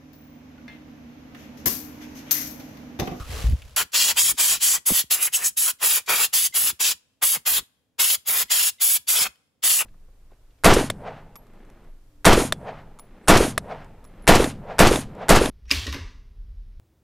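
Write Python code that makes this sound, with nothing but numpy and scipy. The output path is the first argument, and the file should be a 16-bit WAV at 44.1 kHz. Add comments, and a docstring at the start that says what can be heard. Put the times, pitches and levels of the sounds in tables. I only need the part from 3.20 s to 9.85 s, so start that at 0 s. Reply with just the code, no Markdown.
"""A compressed-air blow gun, outdoors and close to the microphone, cleans a small engine's air filter
in twenty-two quick blasts: each trigger pull frees a bright noise jet that also roars on metal edges and
in the hollows of the housing. A sleeve first brushes past the microphone with a rustle and a low rumble.
Hand and gun tap, a finger scrapes the lid, gaps hoot under the jet, the valve hisses as it leaks,
and stray air thumps on the microphone. Faint scatter from the engine and the yard, and quiet air, lie behind."""
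import sys
import numpy as np
from scipy import signal
from scipy.fft import rfft, irfft
from scipy.io import wavfile

SR = 44100
rng = np.random.default_rng(int(sys.argv[2]) if len(sys.argv) > 2 else 0)


def materialize(psi):
    """Save the field psi as 16-bit PCM at rate SR to the path in sys.argv[1].

    A 1-D psi becomes a single channel; in a 2-D psi each row is a channel.
    """
    bounded = np.clip(np.atleast_2d(psi).T, -1, 1)
    quanta = np.round(bounded * 32767).astype(np.int16)
    wavfile.write(sys.argv[1], SR, quanta)


N = 293265
TIME = np.arange(N) / SR
HZ = np.maximum(np.fft.rfftfreq(N, 1 / SR), 1)   # kept above zero for logarithms


def from_db(db):
    """Decibels to gain."""
    return 10 ** (np.asarray(db) / 20)


def rms_one(x):
    """Scale to unit rms."""
    return x / np.sqrt(np.mean(x ** 2) + 1e-20)


def in_time(rows):
    """Interpolate each column of a table over time; the first column is the time."""
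    s, *columns = np.transpose(rows)
    return [np.interp(TIME, s, column) for column in columns]


def swell(middle_s, half_s, order=2):
    """A smooth hump of height 1; a higher order flattens its top."""
    return np.exp(-np.minimum(np.abs((TIME - middle_s) / half_s) ** order, 50))


def butter(x, hz, kind, order=2):
    """Low-pass or high-pass filter."""
    sos = signal.butter(order, min(hz, .45 * SR), kind, fs=SR, output="sos")
    return signal.sosfilt(sos, x)


def drift(rate_hz):
    """A random wander of unit rms, mostly slower than the given rate."""
    return rms_one(irfft(rfft(rng.standard_normal(N)) / (1 + (HZ / rate_hz) ** 2), N))


def white(side_db):
    """Stereo white noise, mostly common to both channels, unit rms."""
    mid, side = rng.standard_normal((2, N))
    return rms_one(mid + from_db(side_db) * side * np.array([[1], [-1]]))


def coloured(spectrum, side_db):
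    """Stereo noise shaped by a spectrum table, unit rms."""
    hz, db = np.transpose(spectrum)
    gain = from_db(np.interp(np.log(HZ), np.log(hz), db))
    return rms_one(irfft(rfft(white(side_db)) * gain, N))


def tone_noise(hz, width_hz, size):
    """Turbulence ringing in one resonance, unit rms."""
    off = (np.fft.rfftfreq(size, 1 / SR) - hz) / width_hz
    return rms_one(irfft(rfft(rng.standard_normal(size)) / (1 + 2 * off ** 2), size))


def moving_resonance(x, centre_hz, width_hz, size=128):
    """A broad band-pass whose centre glides, block by block; unit rms."""
    out, state, q = np.zeros_like(x), np.zeros((2, 2)), np.tan(np.pi * width_hz / SR)
    for i in range(0, N, size):
        a = [1 + q, -2 * np.cos(2 * np.pi * centre_hz[i] / SR), 1 - q]
        out[:, i:i + size], state = signal.lfilter([q, 0, -q], a, x[:, i:i + size], zi=state)
    return rms_one(out)


# Quiet outdoor air, relative density per Hz: (pitch_hz, level_db)
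AIR_SPECTRUM = [(25, -15), (90, 2), (200, -2.5), (270, 1), (370, -11), (480, -4), (700, -12.5),
                (1200, -18.5), (4000, -25), (15000, -31)]


def ambience(level_db=-74.5):
    """Steady, mostly low noise of the quiet open air."""
    return from_db(level_db) * coloured(AIR_SPECTRUM, side_db=-6.5)


def tail(x, t60_s, cut_hz):
    """Diffuse scatter as decaying low-passed noise, unrelated in the two channels."""
    t = TIME[:SR]
    noise = butter(rng.standard_normal((2, SR)), cut_hz, "low", order=1)
    echo = noise * from_db(-60 * t / t60_s)
    return signal.fftconvolve(x, rms_one(echo) / np.sqrt(SR), axes=1)[:, :N]


def scatter(close):
    """Short scatter from the engine close by, and longer, duller scatter from the yard."""
    engine = from_db(-20) * tail(close, t60_s=0.18, cut_hz=7700)
    yard = from_db(-39) * tail(close, t60_s=.8, cut_hz=2300)
    return engine + yard


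# The sleeve sliding by the microphone: (time_s, rustle_db, rumble_db)
SLEEVE_PASS = [(0, -41.5, -25), (0.04, -49, -39), (0.13, -37.5, -34), (0.22, -38, -33.5),
               (0.26, -39.5, -22), (0.335, -51.5, -19.5), (0.385, -53, -44), (0.48, -56, -38.5),
               (0.53, -56, -50)]
# Rustle of cloth, relative density per Hz: (pitch_hz, level_db)
CLOTH_SPECTRUM = [(100, -16), (280, -1), (380, -10), (450, 0), (620, -3.5), (850, -6.5), (1150, -7.5),
                  (1700, -8), (2900, -7.5), (5000, -11.5), (8000, -14), (12000, -16.5), (16000, -26)]
# Rumble of the moving arm, relative density per Hz: (pitch_hz, level_db)
RUMBLE_SPECTRUM = [(20, -17), (40, -7), (58, 1), (85, -3.5), (150, -20.5), (300, -38.5), (1000, -61)]


def sleeve(grain_db=2.0, rumble_gain_db=-1):
    """Cloth fibres catch and slip, and the moving arm stirs a low rumble."""
    rustle_db, rumble_db = in_time(SLEEVE_PASS)
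    passing = np.interp(TIME, [.55, .6], [1, 0])
    rustle = from_db(rustle_db + grain_db * drift(206)) * coloured(CLOTH_SPECTRUM, side_db=-5.5)
    rumble = from_db(rumble_db + rumble_gain_db) * coloured(RUMBLE_SPECTRUM, side_db=-12.5)
    return passing * (rustle + rumble)


# Small taps of hand and gun: (start_s, level_db)
TAP_HITS = [(0.298, -33), (0.323, -37), (0.420, -38), (0.495, -45), (3.935, -65), (6.158, -48.5)]
# Resonances each tap rings with: (pitch_hz, level_db, t60_s)
TAP_RESONANCES = [(1897, -11.5, 0.022), (2670, -10, .022), (3060, -2, 0.015), (4700, -3.5, 0.012),
                  (7400, -12, .012), (11100, -7, 0.02)]


def taps(scuff=0.235, scuff_s=0.0016):
    """Each tap is a brief noise scuff and a short ring of damped sines."""
    out, t = np.zeros(N), TIME[:SR // 10]
    for start_s, tap_db in TAP_HITS:
        ring = np.zeros(len(t))
        for hz, level_db, t60_s in TAP_RESONANCES:
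            strength = from_db(level_db + rng.normal(0, 2))   # each tap strikes a little differently
            ring += strength * np.sin(2 * np.pi * hz * t) * from_db(-60 * t / t60_s)
        rub = scuff * rng.standard_normal(len(t)) * np.exp(-t / scuff_s)
        at = int(start_s * SR)
        out[at:at + len(t)] += from_db(tap_db) * (ring / 2 + rub)
    return out


# A finger scrapes the filter lid: (start_s, decay_s, pitch_hz, width_hz, level_db)
LID_SCRAPES = [(0.0, .025, 1270, 200.7, -37), (0.13, .07, 437, 120, -48), (0.159, .06, 1130, 200, -44.5),
               (0.419, .005, 2830, 1214, -38)]


def scrapes(rise_s=.002):
    """Short rubs that excite one resonance each."""
    out, t = np.zeros(N), TIME[:SR // 3]
    for start_s, decay_s, hz, width_hz, level_db in LID_SCRAPES:
        envelope = np.exp(-t / decay_s) * (1 - np.exp(-t / rise_s))
        at = max(int(start_s * SR), 0)
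        out[at:at + len(t)] += from_db(level_db) * tone_noise(hz, width_hz, len(t)) * envelope
    return out


# Puffs and bumps on the microphone: (start_s, level_db, first_pitch_hz, last_pitch_hz, decay_s)
MIC_PUFFS = [(0.003, -28, 121, 52, 0.017), (0.095, -20.5, 150, 60.5, 0.017), (0.242, -5.5, 120, 56, 0.015),
             (0.262, -13, 130, 60, 0.014), (0.292, -11.5, 160, 62, 0.014), (0.31, -10, 110, 60.4, 0.017),
             (0.327, -5.5, 125, 68.4, 0.01), (0.336, -11.5, 190, 99, 0.0076),
             (1.693, -30, 1470, 250, 0.0066), (1.703, -21, 940, 70.2, .015),
             (1.839, -41.5, 546, 64.7, 0.013), (3.528, -45.5, 300, 70, 0.011),
             (4.168, -36.5, 350, 147, 0.0094), (6.014, -34.5, 350, 90.6, 0.0062)]


def after_puffs(delay_s=.023):
    """A soft puff follows every release of the trigger; same columns as MIC_PUFFS."""
    return [(opens + held + delay_s, -54, 300.6, 72, .011) for opens, _, held, *_ in TRIGGER_PULLS]


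def puffs(glide_s=0.0032, attack_cycles=.6, buffet=0.11, buffet_s=0.0021):
    """A pressure kick on the microphone: a short buffet and a thump that falls quickly in pitch."""
    out = np.zeros(N)
    for start_s, level_db, first_hz, last_hz, decay_s in [*MIC_PUFFS, *after_puffs()]:
        at = min(int(start_s * SR), N - 1)
        t = TIME[:min(SR // 4, N - at)]
        cycles = last_hz * t + (first_hz - last_hz) * glide_s * (1 - np.exp(-t / glide_s))
        thump = np.sin(2 * np.pi * cycles) * np.exp(-t / decay_s)
        noise = rms_one(butter(rng.standard_normal(len(t)), 2 * first_hz, "low"))
        gust = buffet * noise * np.exp(-t / buffet_s)
        attack = 1 - np.exp(-t * first_hz / attack_cycles)
        out[at:at + len(t)] += from_db(level_db) * (thump + gust) * attack
    return out


# Rumble of air on the microphone, relative density per Hz: (pitch_hz, level_db)
DRAUGHT_SPECTRUM = [(20, -13.5), (50, -0.5), (120, -3.5), (200, -3.5), (400, -9.5), (1000, -38)]


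def draught(flow, lag_s=0.038):
    """Spent air reaches the microphone a moment after each blast and rumbles there."""
    draught_db = current_pull()[-1]
    square_gust = from_db(-26) * swell(1.718, .009)   # one gust hits the microphone squarely
    late_flow = np.interp(TIME - lag_s, TIME, flow)
    return (from_db(draught_db) + square_gust) * late_flow * coloured(DRAUGHT_SPECTRUM, side_db=-17.5)


# Trigger pulls, each aimed at another spot; levels before the flow and gains act on them:
# (opens_s, opening_time_constant_s, held_s, closing_time_constant_s, jet_db, jet_centre_hz, edge_db,
#  edge_change_over_blast_db, hollow_db, hollow_opening_change_db, hollow_closing_change_db, draught_db)
TRIGGER_PULLS = [(0.562, 0.00037, 0.064, 0.0055, -21.5, 10550.0, -25.6, 0, -34.5, 2.5, 5, -50.5),
                 (0.741, 0.0043, 0.177, 0.0065, -20, 7920.0, -21, -5.5, -40.5, 11.5, 14, -54.5),
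                 (0.97, 0.0065, 0.15, 0.004, -17, 9030.0, -25.5, 3.5, -43, 11.5, 6.5, -50.0),
                 (1.186, 0.0064, 0.17, 0.012, -17.5, 8580.0, -24, 5, -41.0, 10.5, 5.5, -55.0),
                 (1.419, 0.0074, 0.15, 0.0078, -17, 8350.0, -25, -3.5, -40.5, -5, 8.5, -57.5),
                 (1.661, 0.0026, 0.152, 0.0062, -17.5, 10480.0, -26.5, 12.5, -39.5, 0.5, -8.0, -64),
                 (1.908, 0.0028, 0.17, 0.0053, -18, 10670.0, -27.5, -2, -43, 7.5, 4.5, -72),
                 (2.133, 0.0052, 0.16, 0.0063, -18, 8930.0, -32.2, -3.5, -41, -3.5, -10, -68.0),
                 (2.371, 0.0031, 0.14, 0.0051, -18.5, 10130.0, -30, 4.5, -44.0, -7.5, 5.5, -71.5),
                 (2.625, 0.0097, 0.162, 0.0086, -17.5, 10460.0, -25, 2.5, -40.0, 16.0, 9, -68.0),
                 (2.889, 0.0059, 0.17, 0.0061, -18.5, 10970.0, -22, 2.5, -29, 9.0, -5.5, -67),
                 (3.134, 0.003, 0.14, 0.0037, -18.5, 10320.0, -24.5, -1, -51, 15, -7.0, -67),
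                 (3.347, 0.0052, 0.16, 0.0052, -19, 10640.0, -27, 3.5, -41.5, 6, 6.5, -55.5),
                 (3.602, 0.0032, 0.12, 0.0054, -21, 9130.0, -22, 1, -53.5, 22, 20.5, -65),
                 (4.024, 0.0033, 0.14, 0.009, -18, 10970.0, -27.5, -3.5, -49.0, 22, 19.0, -58.0),
                 (4.263, 0.0036, 0.13, 0.0044, -19.5, 11580.0, -26.5, 2.5, -40, 10.5, 7.5, -52.5),
                 (4.795, 0.004, 0.16, 0.004, -18.5, 10830.0, -22.5, 1, -44.5, 15, 6.5, -65.5),
                 (5.072, 0.0065, 0.16, 0.0038, -20.5, 11720.0, -27, 4, -36, -3.5, 1.0, -59),
                 (5.307, 0.0041, 0.19, 0.0038, -20, 10130.0, -23.5, -0.5, -41.5, 7.0, -15, -70),
                 (5.612, 0.0047, 0.16, 0.0044, -16.5, 11240.0, -27, 0.5, -49.5, 13.5, 6.5, -68.0),
                 (5.881, 0.0038, 0.19, 0.0036, -18.5, 9520.0, -23.7, 2, -35, -10.5, 5.0, -59.5),
                 (6.435, 0.0039, 0.186, 0.0059, -17.5, 9850.0, -25.5, -9, -43.5, 11.5, 15, -68)]


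def current_pull():
    """The columns of TRIGGER_PULLS over time: each pull holds until halfway to the next."""
    rows = np.array(TRIGGER_PULLS)
    opens, closes = rows[:, 0], rows[:, 0] + rows[:, 2]
    halfway = (closes[:-1] + opens[1:]) / 2
    return rows[np.searchsorted(halfway, TIME)].T


def valve(seat=0.025):
    """The valve lifts off its seat, the flow swells, then dies as the trigger is let go."""
    opens, rise, held, fall, *_ = current_pull()
    lift = (1 + np.tanh((TIME - opens) / (2 * rise))) / 2
    release = (1 + np.tanh((opens + held - TIME) / (2 * fall))) / 2
    return np.maximum(lift - seat, 0) / (1 - seat) * release   # no flow until the lift clears the seat


# Air seeping through the barely open valve until the next blast: (start_s, hiss_db, whistle_db)
VALVE_LEAKS = [(0.719, -43.5, -80), (0.944, -45, -80), (1.144, -50.5, -80), (1.384, -48, -79),
               (2.587, -58.5, -58.5), (2.861, -43, -57), (3.325, -52, -50), (5.283, -55.5, -47.5),
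               (5.583, -64.5, -52.5)]
# Resonances of the nozzle tube: (pitch_hz, width_hz, level_db)
NOZZLE_RESONANCES = [(2060, 44, -1), (3030, 350, -9), (3800, 400, -9)]


def seepage(ramp_s=.004):
    """A thin hiss before a blast; sometimes the nozzle tube sings briefly."""
    hiss, whistle = np.zeros((2, N))
    for start_s, hiss_db, whistle_db in VALVE_LEAKS:
        end_s = min(pull[0] for pull in TRIGGER_PULLS if pull[0] > start_s)
        gate = np.clip(np.minimum(TIME - start_s, end_s - TIME) / ramp_s + .5, 0, 1)
        hiss = hiss + from_db(hiss_db) * gate
        whistle = whistle + from_db(whistle_db) * gate
    tube = rms_one(sum(from_db(db) * tone_noise(hz, width, N) for hz, width, db in NOZZLE_RESONANCES))
    thin_air = rms_one(butter(butter(white(side_db=-9.5), 2800, "high"), 11000, "low"))
    return hiss * thin_air + whistle * tube


# The jet sweeps over a gap and sounds it: (middle_s, half_length_s, pitch_hz, width_hz, level_db)
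GAP_HOOTS = [(0.595, 0.027, 1430, 400, -28.5), (0.595, .025, 2900, 547, -30),
             (0.795, 0.041, 4740, 999, -24), (0.98, .012, 2860, 600, -21.5), (1.409, 0.012, 3300, 700, -28),
             (1.925, .014, 4350, 700, -29.5), (2.019, .025, 2500, 1200, -33.5),
             (2.082, 0.0098, 2255, 900, -26), (2.104, .02, 1200, 1397, -37.5),
             (2.145, .012, 2920, 610, -27.5), (2.237, .025, 2080, 896, -35),
             (2.259, .013, 7370, 1510, -19.5), (2.485, .022, 1370, 300, -35.5),
             (2.905, .025, 1280, 500, -29), (2.905, 0.021, 2370, 600, -35.5),
             (3.151, 0.012, 5520, 1000, -28), (3.261, .009, 6800, 2520, -24),
             (3.665, 0.048, 5660, 407, -29), (3.66, 0.043, 9200, 600, -32), (4.375, .02, 3560, 600, -29.5),
             (4.82, 0.033, 3250, 500, -32), (5.36, 0.067, 12930, 397, -26.5),
             (5.97, .022, 3380, 600, -26.5), (5.99, .02, 5150, 507, -27), (6.61, 0.02, 2720, 500, -26.5)]


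def gaps():
    """Each gap hoots only while the jet crosses it: noise ringing in one resonance."""
    out = np.zeros(N)
    for middle_s, half_s, hz, width_hz, level_db in GAP_HOOTS:
        near = np.abs(TIME - middle_s) < 2 * half_s
        crossing = np.exp(-((TIME[near] - middle_s) / half_s) ** 4 / 2)
        out[near] += from_db(level_db) * crossing * tone_noise(hz, width_hz, near.sum())
    return out


# The jet is smothered as it sweeps across the filter: (middle_s, half_length_s, jet_loss_db)
FILTER_SMOTHERS = [(0.75, .048, 2), (1.722, 0.027, 3.5), (1.986, 0.028, 13.5), (2.206, 0.035, 12),
                   (2.905, 0.09, 4), (6.063, 0.023, 11.5)]


def aim(surge_s=0.038, narrowing_s=0.03, smother_edge_share=0.67):
    """Stored pressure surges into each blast; the surfaces change again as the valve narrows."""
    (opens, _, held, _, jet_db, centre_hz, edge_db, change_db,
     hollow_db, opening_db, closing_db, _) = current_pull()
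    surge, narrowing = swell(opens, surge_s), swell(opens + held, narrowing_s)
    progress = np.clip((TIME - opens) / held, 0, 1) - .5
    smother_db = sum(db * swell(s, half, order=4) for s, half, db in FILTER_SMOTHERS)
    jet_db = jet_db + 3 * surge - smother_db
    centre_hz = centre_hz + 250 * drift(6)   # the unsteady hand moves the jet's band
    edge_db = edge_db + change_db * progress + 4 * surge + narrowing - smother_edge_share * smother_db
    hollow_db = hollow_db + opening_db * surge + closing_db * narrowing
    return jet_db, centre_hz, edge_db, hollow_db


def free_jet(level_db, centre_hz, width_hz=4500, low_hz=6000):
    """Bright turbulence of the free jet: noise in a broad gliding band, its lows cut."""
    return from_db(level_db) * butter(moving_resonance(white(side_db=-25), centre_hz, width_hz), low_hz, "high")


# Air breaking on metal edges, relative density per Hz: (pitch_hz, level_db)
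EDGE_SPECTRUM = [(100, -35), (300, -26.5), (1000, -13.5), (1900, -8.5), (2500, -4.5), (3250, 1), (4100, -4),
                 (5050, -1), (6000, -7), (7200, 1), (8600, -11.5), (10000, -8.5), (15500, -6)]
# Air caught in the housing, relative density per Hz: (pitch_hz, level_db)
HOLLOW_SPECTRUM = [(30, -36), (100, -18), (310, -15.5), (420, -6.5), (610, -7.5), (800, -3.5), (1000, -1),
                   (1250, 1), (1800, -4), (2400, 0), (4000, -16), (8000, -29.5)]


def struck_surfaces(edge_db, hollow_db, splash_db=1.9, edge_gain_db=.5, hollow_gain_db=1.4):
    """Unsteady roar of air on edges and in hollows, with hooting gaps, a little louder at the left."""
    edge_level = from_db(edge_db + edge_gain_db + splash_db * drift(25))
    hollow_level = from_db(hollow_db + hollow_gain_db + splash_db * drift(40))
    edge = edge_level * coloured(EDGE_SPECTRUM, side_db=-7.5)
    hollow = hollow_level * coloured(HOLLOW_SPECTRUM, side_db=-10)
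    return (edge + hollow + gaps()) * from_db([[.6], [-.6]])


def glances(x, strength, longest_s, sway, low_hz, count=6):
    """Reflections off the small tank and lid faces comb the treble; their paths change as the nozzle moves."""
    out, bright = x.copy(), butter(x, low_hz, "high")
    for lag_s in np.geomspace(longest_s / 8, longest_s, count):
        late = TIME - lag_s * (1 + sway * drift(0.55))
        reflection = np.array([np.interp(late, TIME, side) for side in bright])
        out += strength * rng.choice([-1, 1]) * reflection
    return out / np.sqrt(1 + count * strength ** 2)


def blow_gun(flow, flutter_db=0.7, jet_power=1.6, surface_power=0.89):
    """Jet noise plus the roar of the struck surfaces; the bright jet fades first when the flow drops."""
    jet_db, centre_hz, edge_db, hollow_db = aim()
    jet = free_jet(jet_db, centre_hz) * flow ** jet_power
    surfaces = struck_surfaces(edge_db, hollow_db) * flow ** surface_power
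    air = (jet + surfaces) * from_db(flutter_db * drift(82))
    return glances(air + seepage(), strength=0.27, longest_s=.006, sway=.12, low_hz=1820)


def scene():
    """Gun, taps and scrapes close by with their scatter; sleeve and moving air at the microphone."""
    flow = valve()
    close = blow_gun(flow) + taps() + scrapes()
    at_microphone = sleeve() + puffs() + draught(flow)
    return ambience() + scatter(close) + at_microphone + close


# Lag of the left channel in the treble: (pitch_hz, lag_cycles)
LEFT_TREBLE_LAG = [(0, 0), (7200, 0), (8000, .19), (9050, .5), (10000, .76), (11000, .99), (11400, 1.02),
                   (12200, 1.2), (13200, 1.49), (13600, 1.53), (14300, 1.78), (15100, 2)]


def record(dry):
    """The left treble lags the right, which widens the hiss; a steep low-pass cuts the top."""
    turn = np.exp(-2j * np.pi * np.interp(HZ, *np.transpose(LEFT_TREBLE_LAG)))
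    pair = np.array([irfft(rfft(dry[0]) * turn, N), dry[1]])
    top_cut = signal.ellip(12, .1, 80, 15750, fs=SR, output="sos")   # order, ripple dB, stop dB, Hz
    return signal.sosfilt(top_cut, pair)


dry = scene()
out = record(dry)
materialize(out)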